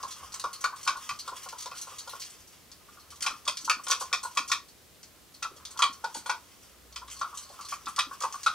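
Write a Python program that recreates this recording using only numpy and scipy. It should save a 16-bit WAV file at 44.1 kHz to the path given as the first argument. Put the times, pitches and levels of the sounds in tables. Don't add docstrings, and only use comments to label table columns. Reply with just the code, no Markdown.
import sys
import numpy as np
from scipy import signal
from scipy.fft import rfft, irfft, next_fast_len
from scipy.io import wavfile

SR = 44100
rng = np.random.default_rng(int(sys.argv[2]) if len(sys.argv) > 2 else 0)


def volts_from_decibels(level):
    exponent = np.asarray(level, float) / 20
    return 10 ** exponent


def bounce(signal):
    frames = np.transpose(np.atleast_2d(signal))
    limited = np.clip(frames, -1, 1)
    pcm = np.round(limited * 32767).astype(np.int16)
    wavfile.write(sys.argv[1], SR, pcm)


N = 376613

# t/s, knock level/dB, wall f/Hz, crack level/dB
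BLOWS = [(0.4399, -19.5, 1108, -37), (0.6408, -15.5, 1170, -19), (0.8642, -28, 1080, -30),
         (.875, -14.5, 1102, -10.5), (1.091, -27, 1167, -28.5), (1.277, -26, 1090, -28),
         (1.7143, -35, 1115, -38), (2.074, -34, 993, -59), (3.263, -21, 1110, -9), (3.456, -53, 1190, -42),
         (3.4767, -21.5, 1092, -13), (3.697, -14.5, 1270, -19), (3.868, -29, 1060, -39),
         (3.917, -21, 1110, -11), (4.13, -20, 1113, -16), (4.371, -16, 1116, -27), (4.497, -29, 1100, -37),
         (4.516, -18, 1132, -9), (5.424, -37.5, 1164, -26.5), (5.791, -17.5, 1112, -30),
         (5.822, -12, 1113, -12), (6.04, -23.5, 910, -33), (6.259, -28.5, 1000, -40),
         (6.294, -16.5, 976, -24), (6.96, -35.5, 1124, -38), (7.08, -45.5, 1120, -24.5),
         (7.213, -18.5, 1135, -38.5), (7.989, -20.5, 1217, -9), (8.2353, -18, 1077, -32.5),
         (8.4621, -13.5, 1276, -9)]
# t/s, peak level/dB, loudest f/Hz
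TAPS = [(0.123, -36, 5000), (0.341, -30.5, 6000), (.397, -28.5, 6900), (1.488, -31, 6240),
        (1.607, -34, 6000), (1.626, -35, 6300), (5.7085, -46, 8000), (1.6587, -32.5, 6040),
        (2.716, -39.5, 4500), (3.207, -31, 6200), (3.453, -35.5, 4770), (3.867, -31, 6100),
        (5.791, -23.5, 6240), (3.2247, -21.5, 5330), (3.5708, -24.5, 4800), (3.8837, -23.5, 8000),
        (3.8872, -41, 7040), (3.9108, -14.5, 5000), (4.486, -34, 6000), (5.03, -39, 6100),
        (5.037, -48, 6100), (5.6518, -29, 4130), (5.7745, -31.5, 5330), (6.1464, -29, 4360),
        (6.9255, -43, 4500), (7.1017, -38, 5500), (7.6102, -37.5, 6500), (7.858, -31.5, 4020),
        (7.962, -26.5, 6300), (8.2052, -29.5, 6600), (8.221, -25.5, 6100), (8.325, -31.5, 6300),
        (8.432, -29, 6540)]
# f/Hz, level/dB, time to fall 60 dB/s
SKID_MODES = [(3180, -4, 0.0041), (4250, 8.5, 0.0034), (4405, 9.5, 0.0031), (6270, 2, 0.0037),
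              (7970, 4.5, 0.0024), (9770, 9, 0.0011), (5500, -6, 0.0033), (10800, -4, 0.00036),
              (13070, 8.5, 0.00051), (15500, -12, 0.0012)]


def rms_one(x):
    return x / np.sqrt(np.mean(x ** 2) + 1e-20)


def in_time(rows):
    s, *columns = np.transpose(rows)
    return [np.interp(np.arange(N) / SR, s, column) for column in columns]


def at_hz(points, hz):
    table_hz, values = np.transpose(points)
    return np.interp(np.log(np.maximum(hz, 1)), np.log(table_hz), values)


def high_pass(x, hz):
    return signal.sosfilt(signal.butter(4, hz, "high", fs=SR, output="sos"), x)


def add(out, s, sound):
    i = max(int(s * SR), 0)
    out[i:i + len(sound)] += sound[:N - i]


def ring(clicks, hz, t60):
    r = volts_from_decibels(-60 / (t60 * SR))
    w = 2 * np.pi * hz / SR
    return signal.lfilter([0, np.sin(w)], [1, -2 * r * np.cos(w), r * r], clicks + 1e-18)


def damped(hz, db, t60):
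    t = np.arange(int(SR * max(t60)))[:, None] / SR
    sines = np.sin(2 * np.pi * hz * t) * volts_from_decibels(db - 60 * t / t60)
    return sines @ (-1.) ** np.arange(len(hz))


def strike(s, db, modes, spread_db, detune, skid_ms, loudest_hz=None, focus_db=0):
    out = np.zeros(N)
    hz, level_db, t60 = np.transpose(modes)
    luck = rng.standard_normal((len(s), 2, len(modes)))
    grit = rng.standard_normal((len(s), SR // 20))
    ms = np.arange(SR // 20) / SR * 1000
    for k, start in enumerate(s):
        away = 0 if loudest_hz is None else np.tanh(np.abs(np.log2(hz / loudest_hz[k])) / 0.74)
        strength_db = db[k] + level_db + spread_db * luck[k, 0] - focus_db * away
        burst = grit[k] ** 3 * np.exp(-ms / skid_ms[k]) * (1 - np.exp(-ms / (0.1 * skid_ms[k])))
        burst /= np.sqrt(np.sum(burst ** 2))
        burst[0] += 4.5 / skid_ms[k]
        body = damped(hz * (1 + detune * luck[k, 1]), strength_db, t60)
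        add(out, start, signal.fftconvolve(body, burst))
    return out


def stereo_noise(size, alike):
    mid, side = rfft(rng.standard_normal((2, size)))
    c = np.clip(at_hz(alike, np.fft.rfftfreq(size, 1 / SR)), -1, 1)
    return np.sqrt((1 + c) / 2) * mid + np.sqrt((1 - c) / 2) * side * [[1], [-1]]


def hiss():
    # f/Hz, level/dB per Hz
    floor_colour = [(28, -29), (55, -2.5), (122, -3.5), (550, -7.5), (1000, -13.5), (2400, -13.5),
                    (4500, -13.5), (16000, -19)]
    # f/Hz, likeness [0..1]
    floor_alike = [(60, 0.38), (180, 0.32), (550, 0.54), (1650, 0.47), (4970, 0.46), (15000, 0.43)]
    size = next_fast_len(N)
    colour = volts_from_decibels(at_hz(floor_colour, np.fft.rfftfreq(size, 1 / SR)))
    noise = irfft(stereo_noise(size, floor_alike) * colour, size)[:, :N]
    return volts_from_decibels(-56.5) * rms_one(noise)


def rumble():
    # t/s, rise/dB, width/s
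    swells = [
        (.28, 11, 0.1),
        (4.3, 2, .3),
    ]
    white = rng.standard_normal(N + SR)
    t = np.arange(N) / SR
    line = rms_one(ring(white, 59.7, 2.2)) + 2.7 * rms_one(ring(white, 78.0, 0.67))
    swell_db = sum(db * np.exp(-((t - s) / width) ** 2) for s, db, width in swells)
    late = t - 7.0
    start_hz, hz_per_s, width_s = 60.7, 3.3, 0.24
    rev = np.sin(2 * np.pi * late * (start_hz + hz_per_s * late / 2)) * np.exp(-(late / width_s) ** 2)
    return volts_from_decibels(-72 + swell_db) * rms_one(line[SR:]) + volts_from_decibels(-56) * rev


def room_response():
    # delay t/s, level/dB
    echoes = [(.0034, 3), (.0052, -12), (.0075, -6), (0.0118, -7.5), (0.0189, -2.5)]
    # f/Hz, time to fall 60 dB/s
    room_t60 = [(300, 0.22), (1100, 0.21), (3000, 0.18), (6000, 0.21), (11000, 0.13)]
    # f/Hz, likeness [0..1]
    tail_alike = [(300, .75), (1200, .87), (3100, .78), (6800, .55), (12000, .35)]
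    # f/Hz, phase/radians
    left_lead = [(100, 0), (1200, .2), (3700, .5), (5800, 1.1), (8000, 1.9), (11000, 2.5), (13400, 3.3),
                 (15500, 5.5)]
    size = 2 ** 15
    t, hz = np.arange(size) / SR, np.fft.rfftfreq(size, 1 / SR)
    noise, tail = stereo_noise(size, tail_alike), 0
    for centre in 150 * 2.0 ** np.arange(8):
        octaves = np.clip(np.log2(np.maximum(hz, 1) / centre), -1, 1)
        share = np.cos(np.pi / 2 * octaves) ** 2
        tail = tail + irfft(noise * share) * volts_from_decibels(-60 * t / at_hz(room_t60, centre))
    tail_db, rise_s = -21.5, 0.002
    tail = tail * volts_from_decibels(tail_db) * (1 - np.exp(-(t / rise_s) ** 2))
    bounces = sum(volts_from_decibels(db) * np.exp(-2j * np.pi * hz * lag * rng.normal(1, 0.0411)) for lag, db in echoes)
    early = 1 + bounces / np.sqrt(1 + (hz / 6000) ** 2)
    lead = np.exp(.5j * at_hz(left_lead, hz) * [[1], [-1]] - 2j * np.pi * hz * 4 / SR)
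    near_db = 2 + np.array([[.3], [-.3]])
    return irfft((early + rfft(tail)) * lead) * volts_from_decibels(near_db)


def room(x):
    places, sway_s = 5, .06
    step = np.arange(N) / (sway_s * SR)
    out = np.zeros((2, N))
    for k in range(places):
        here = np.clip(1 - np.abs((step - k + places / 2) % places - places / 2), 0, 1)
        part = (x * np.sqrt(here))[None]
        out += signal.oaconvolve(part, room_response()[:, :SR // 4], axes=1)[:, :N]
    return out


def gulps():
    # t/s, peak level/dB, f/Hz
    pockets = [(1.112, -47, 115), (3.328, -47.5, 266), (3.639, -42.5, 280), (3.766, -42.5, 276),
               (4.399, -41.5, 286), (5.513, -39, 383), (5.562, -44, 493), (5.894, -43, 276),
               (6.85, -43, 400), (6.168, -39.5, 283), (7.5, -29, 686), (7.868, -41, 265),
               (8.069, -39.5, 298)]
    out, t = np.zeros(N), np.arange(SR // 8) / SR
    for s, db, hz in pockets:
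        tone = np.sin(2 * np.pi * hz * (t + 0.33 * t ** 2))
        fade = volts_from_decibels(db - 5 - 60 * t * hz / 5.9)
        add(out, s, tone * fade * (1 - np.exp(-t / 0.0018)))
    return out


def drag():
    # t/s, tip on the bottom level/dB, shaft on the wall level/dB
    pressure = [(0, -55, -53.5), (.43, -53.5, -55.5), (1.16, -53, -56.5), (2.14, -51, -58), (2.4, -60, -72),
                (3.14, -66.5, -64), (3.66, -53.5, -58.5), (4.42, -57.5, -63.5), (4.62, -71, -84),
                (5.4, -90, -69), (5.61, -71, -56.5), (6.18, -55.5, -60.5), (6.49, -54.5, -70),
                (6.97, -83, -67), (7.16, -59, -54.5), (7.37, -59, -56.5), (8.06, -54.5, -61),
                (8.54, -51, -75)]
    press_db, rub_db = in_time(pressure)
    sizes = volts_from_decibels(2.9 * np.minimum(rng.exponential(1, (2, N)), 4)) * rng.choice([-1, 1], (2, N))
    slips_per_s = np.array([[1800], [250]])
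    tip, shaft = sizes * (rng.random((2, N)) < slips_per_s / SR)
    scrape = 0
    for k, (hz, db, t60) in enumerate(SKID_MODES):
        scrape = scrape + volts_from_decibels(db) * ring(tip, hz, 0.4 * t60) * (-1) ** k
    murmur = ring(shaft, 1045.5, 0.13) + ring(shaft, 1093, 0.13) + volts_from_decibels(14.5) * ring(shaft, 1246, 0.016)
    strokes_per_s, stroke_db = 30.0, 5
    strokes = rng.standard_normal(int(N / SR * 60) + 2)
    wander = np.interp(np.arange(N) / SR * strokes_per_s, np.arange(len(strokes)), strokes)
    press_db = press_db + stroke_db * wander
    return volts_from_decibels(press_db - 12.0) * rms_one(scrape) + volts_from_decibels(rub_db - 10) * rms_one(murmur)


def nicks():
    # t/s, peak level/dB
    tiny_ticks = [(0.0293, -26), (0.0812, -36), (0.1074, -34), (0.18, -35), (0.2094, -41), (0.3214, -33),
                    (0.3438, -21), (0.398, -25.5), (0.4414, -39), (0.531, -32), (0.61, -34), (0.6416, -34),
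                    (0.7796, -42), (0.8126, -37), (0.8305, -36), (0.8527, -23.5), (0.8777, -19.5),
                    (0.9687, -40), (1.0952, -26), (1.1895, -38), (1.278, -27.5), (1.3643, -46),
                    (1.4326, -26), (1.488, -31), (1.5248, -32), (1.5825, -31.5), (1.604, -31.5),
                    (1.6238, -37), (1.6592, -30.5), (1.7135, -44), (1.7534, -40), (1.7729, -30.5),
                    (1.814, -26), (1.912, -41), (1.9649, -44), (1.984, -40), (2.0767, -34), (2.0951, -35.5),
                    (2.1979, -32), (2.2194, -28),
                    (7.0766, -39), (7.1006, -36), (7.1124, -28.5), (7.193, -32), (7.213, -33), (7.2788, -41),
                  (7.3053, -48), (7.3435, -46), (7.3744, -27), (7.4315, -36), (7.4858, -45), (7.5143, -45),
                  (7.5895, -41), (7.6106, -40), (7.649, -47), (7.6874, -42), (7.7078, -30)]
    s, db = np.transpose(tiny_ticks)
    return high_pass(strike(s, db - 29, SKID_MODES, 5.1, 0.022, skid_ms=np.full(len(s), 1)), 1670)


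def ticks():
    # t/s, peak level/dB, loudest f/Hz
    blow_ticks = [(0.44, -31.5, 5500), (0.6423, -21.5, 4500), (0.8624, -46, 4490), (0.877, -20, 4430),
                  (1.091, -26, 4440), (1.279, -35, 4580), (1.7134, -39.5, 4570), (2.0761, -37.5, 5960),
                  (3.2654, -23, 5100), (3.478, -16, 4700), (3.697, -13.5, 4500), (3.916, -26, 4490),
                  (4.129, -18.5, 4900), (4.3734, -18.5, 5000), (4.4978, -29.5, 5110), (4.5175, -15.5, 3460),
                  (5.4268, -24.5, 5000), (5.8225, -15, 4560), (6.0435, -29.5, 4370), (6.2605, -37, 4450),
                  (6.2964, -22, 3830), (6.9596, -28, 4500), (7.0778, -59, 5950), (7.213, -30.5, 4580),
                  (7.9897, -17, 3700), (8.233, -44, 6040), (8.4634, -23, 4320)]
    # f/Hz, level/dB, time to fall 60 dB/s
    tick_modes = [(3340, 1.5, 0.0033), (3824, 6, 0.0026), (4270, 2, 0.0042), (4440, -1, 0.0084),
                  (4980, -3.5, 0.0064), (5330, 1, 0.0063), (5690, 1.5, 0.0025), (5940, 0.5, 0.0075),
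                  (6300, -2, 0.0073), (6420, -1, 0.006), (6900, 0.5, 0.0024), (8230, -1.5, 0.0072),
                  (8940, 8, 0.00081), (11800, -16, 0.00039)]
    # t/s, peak level/dB
    bottom_skids = [(.0295, -38), (.0796, -35), (.1089, -31.5), (.18, -43), (.321, -37.5), (.3435, -41),
                    (.608, -33.5), (.7796, -57), (.8126, -43), (.83, -32.5), (.9687, -39.5), (1.3643, -45),
                    (1.434, -38), (1.5842, -32), (1.6227, -36), (1.78, -34), (1.8148, -30), (1.9649, -59),
                    (1.984, -30), (2.0951, -46), (2.198, -33), (2.245, -37.5), (2.4733, -44), (3.1566, -42),
                    (3.608, -37), (3.6466, -27.5), (3.889, -45), (4.0048, -33), (4.008, -27), (4.351, -46),
                    (5.9274, -38), (6.1245, -45), (7.112, -36), (7.2785, -55), (7.3726, -31.5),
                    (7.395, -39), (7.41, -43)]
    # t/s, peak level/dB
    corner_skids = [(.5313, -31), (1.1903, -30.5), (1.752, -42), (1.773, -37), (2.2194, -33.5),
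                    (2.9956, -47.5), (3.1042, -35.5), (3.3051, -38), (3.9, -20), (3.914, -38), (4.312, -43),
                    (4.684, -45.5), (5.3413, -42.5), (5.563, -42.5), (7.14, -47), (7.165, -39.5),
                    (7.346, -37.5), (7.425, -39.5), (7.46, -50), (7.49, -42), (7.54, -49), (7.6106, -40),
                    (7.649, -36.5), (7.6854, -30), (7.709, -31.5), (7.735, -33)]
    # t/s, peak level/dB
    rim_skids = [(.76, -41), (1.362, -48), (1.87, -41), (2.3, -41), (3.221, -25), (3.612, -46.5),
                 (3.8363, -34), (3.903, -33), (3.9993, -30.5), (4.231, -28.5), (4.25, -40), (4.315, -57),
                 (4.35, -40), (4.478, -32), (6.143, -32.5), (6.165, -30.5), (6.185, -45), (6.262, -34),
                 (5.7078, -38.5), (7.125, -36), (7.19, -38.5), (7.435, -48), (7.52, -48), (7.882, -34),
                 (8.235, -33.5), (8.35, -40)]
    taps = [*blow_ticks, *TAPS]
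    skids = []
    for rows, loudest_hz in [(bottom_skids, 6100), (corner_skids, 4830), (rim_skids, 8000)]:
        skids += [(s, db, loudest_hz) for s, db in rows]
    out = 0
    # contact in ms, then level in dB
    for rows, modes, ms, gain_db in [(taps, tick_modes, 1.48, -12.5), (skids, SKID_MODES, 9.3, -1.5)]:
        s, db, hz = np.transpose(rows)
        out = out + strike(s, db + gain_db, modes, 0.22, 0.014, np.full(len(s), ms), hz, focus_db=6.5)
    return high_pass(out, 1500)


def clacks():
    # t/s, peak level/dB, loudest f/Hz
    hard = [(0.442, -35.5, 3070), (0.6404, -20, 2480), (0.8758, -17.5, 2580), (1.0918, -24, 2320),
            (1.279, -38.5, 2850), (1.714, -39, 2880), (3.224, -29, 3300), (3.265, -18.5, 2550),
            (3.477, -15.5, 2520), (3.697, -11.5, 2600), (3.8685, -29, 3600), (3.917, -17, 2490),
            (4.1278, -13.5, 2360), (4.372, -16.5, 2390), (4.5169, -14.5, 2470), (5.4269, -23, 2640),
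            (5.6516, -54, 2960), (5.7908, -30, 2470), (5.8211, -10, 3220), (6.0447, -33, 3240),
            (6.26, -30, 1990), (6.296, -21.5, 2440), (6.9596, -29, 3200), (7.2155, -33.5, 3290),
            (7.7258, -34.5, 2390), (7.8696, -32.5, 2030), (7.9919, -13, 3600), (8.2372, -31.5, 2360),
            (8.4636, -17.5, 3250)]
    # f/Hz, level/dB, time to fall 60 dB/s
    clack_modes = [(1930, -8, 0.013), (2207, -8, 0.0065), (2414, 2.5, 0.0093), (2570, 1, 0.0082),
                   (2880, -6, 0.0056), (3233, -1.5, 0.0099), (3373, -3, 0.011), (3554, -9.5, 0.017),
                   (3893, -3, 0.0067)]
    light = [(s, db - 14.5, 3300) for s, db, _ in TAPS]
    s, db, hz = np.transpose([*hard, *light])
    out = strike(s, db - 26.0, clack_modes, 1.5, 0.021, np.full(len(s), .45), hz, focus_db=6.5)
    return high_pass(out, 1360)


def cracks():
    out, ms = np.zeros(N), np.arange(SR // 30) / SR * 1000
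    hits = [(s, db) for s, _, _, db in BLOWS] + [(s, db + 1.5) for s, db, _ in TAPS]
    for (s, db), grit in zip(hits, rng.standard_normal((len(hits), len(ms)))):
        snap = 16 * (ms == 0)
        add(out, s, volts_from_decibels(db - 26.5) * (grit * np.exp(-ms / 8.3) + snap))
    return signal.sosfilt(signal.butter(3, 8000, fs=SR, output="sos"), high_pass(out, 1740))


def rings():
    # t/s, peak level/dB, f/Hz, time to fall 60 dB/s
    favoured = [(.045, -30, 1090, .06), (.455, -26.5, 1100, 0.033), (.655, -32, 1130, 0.033),
                (.668, -34, 1080, 0.036), (0.891, -25, 1150, 0.033), (.905, -31, 1290, 0.037),
                (.967, -31, 1150, 0.054), (.98, -40, 1080, .08), (1.32, -43, 500, .02),
                (3.218, -31, 1370, .05), (3.266, -31, 860, 0.062), (3.306, -25, 1380, 0.12),
                (3.478, -32, 600, 0.023), (4.375, -29, 1240, 0.064), (4.385, -29, 1080, 0.044),
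                (5.69, -46, 1330, .04), (5.846, -30, 1080, 0.037), (5.428, -32, 1380, .07),
                (6.045, -33, 1510, .05), (6.153, -37, 1490, .05), (7.215, -28.5, 1160, .06),
                (7.6, -44, 1210, .07), (7.738, -38, 1190, .07), (7.724, -31, 1500, 0.032),
                (7.872, -33, 1950, .03), (7.985, -37, 814, 0.056), (8.112, -30, 1550, 0.033),
                (8.466, -26, 1370, 0.052), (8.482, -28, 1300, .04)]
    out = np.zeros(N)
    for s, db, hz, t60 in favoured:
        add(out, s, damped(np.array([hz]), db - 10.5, np.array([t60])))
    return np.convolve(out, np.hanning(40) / 20)[:N]


def knocks():
    # t/s, peak level/dB, wall f/Hz
    grazes = [(.001, -35, 1130), (3.237, -39, 1310), (3.249, -31, 1105), (3.466, -30, 1164),
              (3.677, -21, 1024), (3.897, -21.5, 1090), (4.116, -36, 1300), (4.362, -34, 1150),
              (5.759, -39, 1010), (7.968, -38, 1250), (7.981, -20.5, 1105), (8.211, -27, 1130),
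              (8.323, -43, 1010)]
    # t/s, peak level/dB, wall f/Hz
    nudges = [(0.033, -24, 1075), (0.228, -33, 1074), (0.338, -38, 1068), (0.393, -41, 1070),
              (0.725, -28.5, 1110), (0.955, -29.5, 1074), (1.107, -27, 1168), (1.123, -48, 1260),
              (1.319, -30.5, 1023), (1.46, -32.5, 1060), (1.528, -31.5, 994), (1.658, -31, 1002),
              (1.74, -45, 1460), (1.871, -36, 1067), (1.916, -39.5, 1170), (2.133, -32, 1086),
              (2.886, -43, 1230), (2.971, -42.5, 1216), (3.121, -41.5, 1160), (3.306, -26.5, 1220),
              (3.793, -35, 1115), (4.011, -23, 1070), (4.233, -30, 1065), (4.249, -25.5, 1005),
              (5.447, -31, 1154), (5.46, -42, 1240), (5.843, -19.5, 1115), (6.15, -31, 893),
              (7.017, -34, 1027), (7.244, -29.5, 1254), (7.329, -34, 1130), (7.591, -32, 1154),
              (7.648, -40, 1150), (7.722, -24.5, 1138), (7.869, -24.5, 1175), (8.111, -28, 1106),
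              (8.247, -25, 904), (8.34, -25.5, 1115), (8.361, -47, 1270)]
    # t/s, upper mode f/Hz, upper mode level/dB, base thud level/dB
    grip = [(0, 1655, -21, -13), (.45, 1403, -10.5, -7), (.75, 1520, -10.5, -23), (1.1, 1393, -8.5, -40),
            (1.3, 1387, -10.5, -5), (2.2, 1404, -10, -3), (3.0, 1400, -6.5, -22), (3.5, 1370, -9.5, -24.5),
            (4.0, 1460, -12, -6), (4.5, 1396, -11, -21), (5.45, 1334, 2, -38), (5.83, 1386, -12, -23),
            (6.04, 1460, -10, -4), (6.3, 1465, -8.5, -7.5), (7.1, 1373, -9.5, -19), (7.98, 1304, -5, -47),
            (8.2, 1593, -22.5, -6), (8.46, 1343, -8, -41)]
    # f/Hz, level/dB, time to fall 60 dB/s
    base_modes = [(529, 4, 0.013), (600, -3, 0.024), (790, 6.5, 0.0052)]
    out = np.zeros(N)
    soft = np.hanning(24) / 12
    s, db, wall_hz = np.transpose([row[:3] for row in BLOWS] + [*grazes, *nudges])
    upper_hz, upper_db, base_db = (curve[(s * SR).astype(int)] for curve in in_time(grip))
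    for k in range(len(s)):
        nudge = k >= len(s) - len(nudges)
        side_db = nudge * np.array([-7, -7, -1.5, -7, -4])
        hz = np.array([*(np.array([0.814, 0.841, 1, 1.173]) * wall_hz[k]), upper_hz[k]])
        level_db = db[k] + side_db + np.array([-22, -13, -5, -9, upper_db[k] - 0.5])
        t60 = np.array([0.015, 0.022, 0.027 * 1.33 ** nudge, 0.017, 0.045])
        add(out, s[k], damped(hz, level_db, t60))
    base = strike(s, db + base_db - 29.5, base_modes, 0.54, detune=0.0065, skid_ms=np.full(len(s), .6))
    return high_pass(np.convolve(out, soft)[:N], 792) + high_pass(base, 507)


def scene():
    hits = knocks() + clacks() + ticks() + cracks()
    beaker = hits + high_pass(drag(), 960) + gulps() + rings() + nicks()
    return room(beaker) + hiss() + rumble()


def band_limit(x):
    return signal.sosfilt(signal.butter(12, 16650, fs=SR, output="sos"), x)


def record(dry):
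    cut = signal.sosfilt(signal.cheby2(14, 40, 16050, fs=SR, output="sos"), dry)
    return band_limit(cut)


dry = scene()
out = record(dry)
bounce(out)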